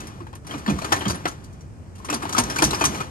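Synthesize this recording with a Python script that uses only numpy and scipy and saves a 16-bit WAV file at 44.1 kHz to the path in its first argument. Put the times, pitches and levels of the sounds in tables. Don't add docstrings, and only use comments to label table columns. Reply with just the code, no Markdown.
import sys
import numpy as np
from scipy import signal
from scipy.fft import rfft, irfft
from scipy.io import wavfile
from scipy.ndimage import uniform_filter1d

SR = 44100
rng = np.random.default_rng(int(sys.argv[2]) if len(sys.argv) > 2 else 0)


def invert_db(level):
    return 10 ** (np.asarray(level, dtype=float) / 20)


def wav_out(sig):
    wavfile.write(sys.argv[1], SR, np.round(np.clip(np.atleast_2d(sig).T, -1, 1) * 32767).astype(np.int16))


N = 136710
HZ = np.maximum(np.fft.rfftfreq(N, 1 / SR), 1)

# frequency in Hz, level in dB per Hz.
NIGHT_SPECTRUM = [(15, -60), (25, -31), (86, -12.5), (271, -27), (2400, -54), (3400, -74), (5000, -56),
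                  (8780, -56.5), (10600, -69)]
# frequency in Hz, correlation from -1 to 1.
NIGHT_CORRELATION = [(25, .6), (80, .8), (380, .5), (2400, .05)]
# start in seconds, level in dB, latch over tube in dB, pitch of the struck piece in Hz.
LIFT_KNOCKS = [(0.002, -29, -6.5, 2630), (0.068, -34.5, -1, 2100), (0.206, -34.5, -40, 1140),
               (0.266, -37.5, -14, 1170), (0.328, -32, -30, 1070), (0.35, -31.5, -10.5, 9300),
               (0.445, -39, -15, 1350), (0.466, -27.5, -7, 5230), (0.491, -34, -12, 2920),
               (0.51, -24.5, -35, 3000), (0.537, -22, -40, 1190), (0.577, -32, -2.5, 1150),
               (0.661, -21.5, -20, 4300), (0.675, -12, -25, 3300), (0.695, -13.5, -14.5, 840),
               (0.784, -23.5, -7.5, 1300), (0.815, -21, -10, 4380), (0.843, -15.5, -12, 1210),
               (0.919, -4.5, -13, 1050), (0.923, -8, -31, 1810), (0.961, -19.5, -9.5, 1650),
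               (1.01, -15.5, -40, 3050), (1.052, -12.5, -43, 3150), (1.079, -17.5, -4, 4694),
               (1.096, -13, -6.5, 4740), (1.142, -21, -17, 9900), (1.253, -10.5, -29, 1360),
               (1.274, -24.5, -3.5, 1310), (1.313, -29.5, -9, 865), (1.438, -49, 9, 8800),
               (1.527, -57, 7, 6840), (1.606, -48, 0.5, 6240)]
# start in seconds, level in dB, latch over tube in dB, pitch of the struck piece in Hz.
FOLD_KNOCKS = [(1.952, -39, -5, 2800), (1.98, -51, 6, 3630), (2.046, -26, -7, 8860),
               (2.084, -20, -28, 1300), (2.098, -14.5, -9, 2620), (2.125, -10.5, -13, 1170),
               (2.138, -16.5, -5, 1090), (2.222, -16.5, -13.5, 1110), (2.25, -17.5, -30, 1100),
               (2.289, -19, -7.5, 1270), (2.324, -19, -4.5, 824), (2.347, -16.5, -13, 1320),
               (2.365, -11, -14, 880), (2.379, -7, -4, 950), (2.392, -14.5, -7.5, 940),
               (2.434, -24.5, -4.5, 1200), (2.497, -13.5, -12.5, 5300), (2.559, -18, -6, 1090),
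               (2.583, -10.5, -9.5, 2340), (2.62, -3, -9.5, 5036), (2.642, -17, 4.5, 7400),
               (2.706, -16, -6, 4070), (2.731, -10.5, -24, 1150), (2.744, -25.5, -0.5, 1720),
               (2.794, -29, 0, 895), (2.808, -8, -14, 1300), (2.838, -6, -10, 1080),
               (2.85, -13, -0.5, 7850), (2.944, -21, -9.5, 2370), (3.002, -15, -16.7, 1270)]
KNOCKS = LIFT_KNOCKS + FOLD_KNOCKS
# time in seconds, rattle level in dB.
SHAKING = [(0, -44), (.33, -61.5), (.41, -67), (0.521, -40.5), (.63, -48), (1.0, -38.5), (1.22, -47),
           (1.45, -56.5), (1.7, -63.5), (1.92, -62), (2.12, -45.5), (2.6, -36.5), (3.003, -38),
           (3.092, -49.5)]
# frequency in Hz, width in Hz, level in dB.
TUBE_MODES = [(640, 49, -4), (820, 115, -1), (1116, 270, -0.5), (1270, 120, -2), (1733, 200, 4),
              (2230, 80, -6.5), (2460, 43, -4), (3150, 1100, -9.5)]
# frequency in Hz, width in Hz, level in dB.
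LATCH_MODES = [(4680, 73, -12.5), (5850, 230, 3), (6270, 260, 4), (6840, 45, -4), (8750, 270, -28),
               (8700, 85, -11), (9220, 89, -11), (10840, 53, -7)]
# frequency in Hz, level in dB per Hz.
CONTACT_SPECTRUM = [(180, -21), (300, 2.5), (532, -12), (943, -5.5), (1540, -9.5), (2400, -19), (2970, -14),
                    (11000, -21.5), (15000, -28.5)]
# start in seconds, level in dB, pitch in Hz.
SHARP_TICKS = [(0.07, -38, 5230), (0.071, -37, 10980), (0.353, -41, 11400), (0.353, -44, 8700),
               (0.469, -35, 10940), (0.923, -23, 10160), (0.925, -31, 7850), (0.926, -18, 5500),
               (0.925, -13, 1810), (0.925, -19, 6760), (0.992, -29, 10850), (1.056, -21.5, 3180),
               (1.081, -36, 10900), (1.084, -28, 4700), (1.096, -45, 12400), (1.101, -34, 4530),
               (1.101, -41, 11110), (1.255, -19, 1930), (1.256, -29, 5600), (1.313, -35, 7200),
               (1.439, -49, 10100), (2.054, -40, 9000), (2.097, -23, 1210), (2.1, -23, 5860),
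               (2.101, -40, 12300), (2.099, -44, 2600), (2.102, -31, 7940), (2.103, -26, 7300),
               (2.102, -30, 9150), (2.142, -23, 7130), (2.145, -23, 11000), (2.144, -20.5, 8780),
               (2.145, -18.5, 4780), (2.254, -22.5, 930), (2.349, -12, 1280), (2.382, -26, 1090),
               (2.386, -24, 9700), (2.387, -18, 4850), (2.387, -9, 6330), (2.395, -19, 9700),
               (2.398, -17, 8700), (2.398, -32, 12000), (2.398, -24, 11110), (2.398, -27, 5040),
               (2.506, -34, 5230), (2.565, -15.5, 1530), (2.629, -18, 11000), (2.64, -8, 6160),
               (2.64, -18, 9600), (2.644, -24, 10800), (2.71, -18, 4000), (2.732, -17, 1080),
               (2.746, -20.5, 5100), (2.797, -32, 10850), (2.813, -14.5, 900), (2.818, -16, 6070),
               (2.847, -20, 10800), (2.852, -24, 10800), (2.856, -27, 8530), (2.857, -26, 7700),
               (.205, -34, 1070), (.268, -35, 860), (.33, -31.5, 880), (.51, -25, 3160),
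                 (.789, -23, 1190), (1.008, -24.5, 3160), (2.001, -36, 1070), (2.046, -29, 1050),
                 (2.221, -26, 1170), (2.33, -32, 4750), (2.582, -31, 4440), (2.793, -27, 1030)]
# start in seconds, level in dB, pitch in Hz.
DECK_THUMPS = [(.205, -36, 349), (0.543, -30, 285), (0.679, -15.5, 211.6), (0.7, -20.5, 297),
               (0.711, -21, 151), (0.726, -28, 76), (0.752, -27, 196.5), (0.839, -37.5, 380.5),
               (0.914, -37, 322), (0.917, -30, 102), (1.059, -21, 205), (1.071, -22, 119.4),
               (1.097, -30.5, 79), (1.116, -28.5, 185.5), (1.256, -37, 285), (2.102, -27, 300),
               (2.132, -26, 241.3), (2.228, -31.5, 324), (2.378, -20, 253), (2.388, -25.5, 106),
               (2.419, -30, 62.3), (2.618, -17, 323), (2.632, -27, 60.4), (2.669, -26.5, 144),
               (2.692, -30, 62), (2.81, -34, 66), (2.842, -27.5, 250), (2.844, -27, 154), (2.864, -31, 75)]
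# frequency in Hz, lead in radians.
LEFT_LEAD = [(0, 0), (1290, 2.6), (4820, 12.9), (7600, 19.5), (13000, 20.5)]
# frequency in Hz, left over right in dB.
LEFT_OVER_RIGHT = [(60, -3), (380, -2), (700, 5.5), (1290, 8.5), (2380, -2), (4400, 8), (8120, -0.5),
                   (15000, -2.5)]

CONTACTS_PER_S, KNOCK_DB = 5000, -14


def rms_one(x):
    return x / np.sqrt(np.mean(x ** 2) + 1e-20)


def at_hz(points):
    hz, value = np.transpose(points)
    return np.interp(np.log(HZ), np.log(hz), value)


def coloured(x, points):
    return irfft(rfft(x) * rms_one(invert_db(at_hz(points))), N)


def drift(rate_hz):
    r = np.exp(-2 * np.pi * rate_hz / SR)
    noise = rng.standard_normal(N + SR)
    return rms_one(signal.lfilter([1], [1, -2 * r, r * r], noise)[SR:])


def grains(rate_per_s):
    weakening = np.minimum(rng.exponential(1, N), 4)
    sizes = invert_db(-1 * weakening) * rng.choice([-1, 1], N)
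    return rms_one(sizes * (rng.random(N) < rate_per_s / SR))


def resonance(x, hz, width_hz):
    r = np.exp(-np.pi * width_hz / SR)
    poles = [1, -2 * r * np.cos(2 * np.pi * hz / SR), r * r]
    return signal.lfilter([1, 0, -1], poles, x + 1e-18) * np.sqrt((1 - r * r) / 2)


def night():
    night_db, engine_hz, engine_width_hz, engine_db = -40, 78.5, 26, -52.5
    mid, side = rfft(rng.standard_normal((2, N)))
    alike = np.clip(at_hz(NIGHT_CORRELATION), -1, 1)
    air = irfft(np.sqrt(1 + alike) * mid + np.sqrt(1 - alike) * side * [[1], [-1]], N)
    drone = resonance(rng.standard_normal(N), engine_hz, engine_width_hz)
    drone = resonance(drone, engine_hz, engine_width_hz)
    return invert_db(night_db) * rms_one(coloured(air, NIGHT_SPECTRUM)) + invert_db(engine_db) * rms_one(drone)


def bursts():
    rise_s, hold_s, fall_t60_s = 0.0025, 0.0048, 0.07
    tail_db, tail_t60_s = -14.5, .25
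    t = np.arange(SR // 4) / SR
    after = np.maximum(t - rise_s - hold_s, 0)
    fall = invert_db(-60 * after / fall_t60_s)
    tail = invert_db(tail_db - 60 * t / tail_t60_s)
    starts = (np.transpose(KNOCKS)[0][:, None] * SR).astype(int)
    return np.minimum(t / rise_s, 1) * (fall + tail), starts + np.arange(len(t))


def part(modes, knock_db, rattle_db, band):
    ring_db, mode_spread_db = -13, 4.5
    scatter_db, scatter_t60_s = -2, .07
    rattles_per_s, rattle_lumps_db = 3100, 0.5
    shape, at = bursts()
    lumps = rms_one(invert_db(2.5 * drift(167)))

    def power(db):
        knocks = (invert_db(db)[:, None] * shape) ** 2
        return np.bincount(at.ravel(), knocks.ravel(), N + SR)[:N]

    def force(db):
        knocking = np.sqrt(power(db)) * lumps * grains(CONTACTS_PER_S)
        rattling = invert_db(rattle_db + rattle_lumps_db * drift(38)) * grains(rattles_per_s)
        return knocking + rattling

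    chance_db = mode_spread_db * rng.standard_normal((len(at), 16))
    rings = np.zeros(N)
    for k, (hz, width_hz, db) in enumerate(modes):
        rings += invert_db(db) * resonance(force(knock_db + chance_db[:, k]), hz, width_hz)

    r = invert_db(-120 / scatter_t60_s / SR)
    diffuse_power = signal.lfilter([1 - r], [1, -r], power(knock_db) + invert_db(2 * rattle_db))
    scattered = invert_db(scatter_db) * np.sqrt(diffuse_power) * rng.standard_normal((2, N))
    scattered = signal.lfilter([.5, .5], [1], scattered)

    bare = coloured(np.vstack([force(knock_db), scattered]), CONTACT_SPECTRUM)
    bare = signal.sosfilt(signal.butter(2, 3300, band, fs=SR, output="sos"), bare)
    bare = signal.sosfilt(signal.butter(2, 328, "high", fs=SR, output="sos"), bare)
    return bare + invert_db(ring_db) * rings * [[1], [0], [0]]


def struck_parts():
    shape, at = bursts()
    out = np.zeros(N + SR)
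    contacts = np.append(grains(CONTACTS_PER_S), np.zeros(SR))
    for (_, db, _, hz), span in zip(KNOCKS, at):
        ring_db, width_hz = (-9, 90) if hz > 2800 else (-4, 110)
        out[span] += invert_db(db + KNOCK_DB + ring_db) * resonance(shape * contacts[span], hz, width_hz)
    return out[:N]


def ticks():
    rise_s, t60_s, t60_cycles = 0.0012, 0.023, 7.6
    partner_level, partner_spread = 0.44, 0.057
    snap_db, snap_t60_s = -3, .006
    out, t = np.zeros(N + SR), np.arange(SR // 10) / SR
    snap = 1 + invert_db(snap_db - 60 * t / snap_t60_s) * rng.standard_normal(len(t))
    events = SHARP_TICKS
    for (s, db, hz), (phase, side) in zip(events, rng.uniform(-1, 1, (len(events), 2))):
        shape = np.minimum(t / rise_s, 1) * invert_db(db - 60 * t / (t60_s + t60_cycles / hz))
        partner_hz = hz * (1 + partner_spread * side)
        pair = np.sin(2 * np.pi * hz * t) + partner_level * np.sin(2 * np.pi * partner_hz * t + phase)
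        start = int(s * SR)
        out[start:start + len(t)] += shape * pair * snap
    return out[:N]


def deck(shake_db):
    swell_s, swell_cycles, sag = 0.0083, 0.66, 0.046
    body_db, hum_db = -14.5, -3.5
    out, t = np.zeros(N + SR), np.arange(SR // 4) / SR
    for (s, db, hz), phase in zip(DECK_THUMPS, rng.uniform(0, 2 * np.pi, len(DECK_THUMPS))):
        u = t / (swell_s + swell_cycles / hz)
        sagging = 1 - sag * (u / 2 - 1) / (1 + u / 4)
        wave = np.sin(2 * np.pi * hz * t * sagging + phase)
        start = int(s * SR)
        out[start:start + len(t)] += invert_db(db) * u * np.exp(1 - u) * wave
    thumps = out[:N]
    jolt = invert_db(body_db) * uniform_filter1d(abs(thumps), size=400)
    hum = invert_db(shake_db + hum_db + 1.23 * drift(34))
    push = (jolt + hum) * rng.standard_normal(N)
    return thumps + resonance(push, 149, 33) + resonance(push, 207.0, 42) + resonance(push, 273, 94)


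def to_pair(x):
    echo_db, echo_t60_s = -10, .12
    t = np.arange(SR // 8) / SR
    echoes = rng.standard_normal((2, len(t))) * invert_db(-60 * t / echo_t60_s) * (t > .002)
    echoes = rms_one(echoes) / np.sqrt(len(t))
    echoes = signal.sosfilt(signal.butter(2, [350, 9500], "band", fs=SR, output="sos"), echoes)
    lead = np.interp(HZ, *np.transpose(LEFT_LEAD))
    half = invert_db(at_hz(LEFT_OVER_RIGHT) / 2) * np.exp(.5j * lead)
    direct = np.array([half, 1 / half])
    return irfft(rfft(x) * (direct + invert_db(echo_db) * rfft(echoes, N)), N)


def scene():
    background = night()
    shake_db = np.interp(np.arange(N) / SR, *np.transpose(SHAKING))
    _, db, latch_db, _ = np.transpose(KNOCKS)
    tubes = part(TUBE_MODES, db + KNOCK_DB, shake_db + 1.5, "low")
    latch_rattle_db = shake_db - 4.5 + 0.29 * (shake_db + 43.5)
    latches = part(LATCH_MODES, db + KNOCK_DB + latch_db + 8, latch_rattle_db, "high")
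    frame = tubes + latches
    direct = frame[0] + struck_parts() + ticks() + deck(shake_db)
    return to_pair(direct) + frame[1:] + background


def top_cut(x):
    return signal.sosfilt(signal.butter(12, 16480, fs=SR, output="sos"), x)


def record(dry):
    shelf_hz, shelf_db, top_hz = 13430, -24, 15900
    top = np.where(HZ < shelf_hz, 1, invert_db(shelf_db)) * (HZ < top_hz)
    mix = irfft(rfft(np.tanh(dry)) * top, N)
    return top_cut(mix)


dry = scene()
out = record(dry)
wav_out(out)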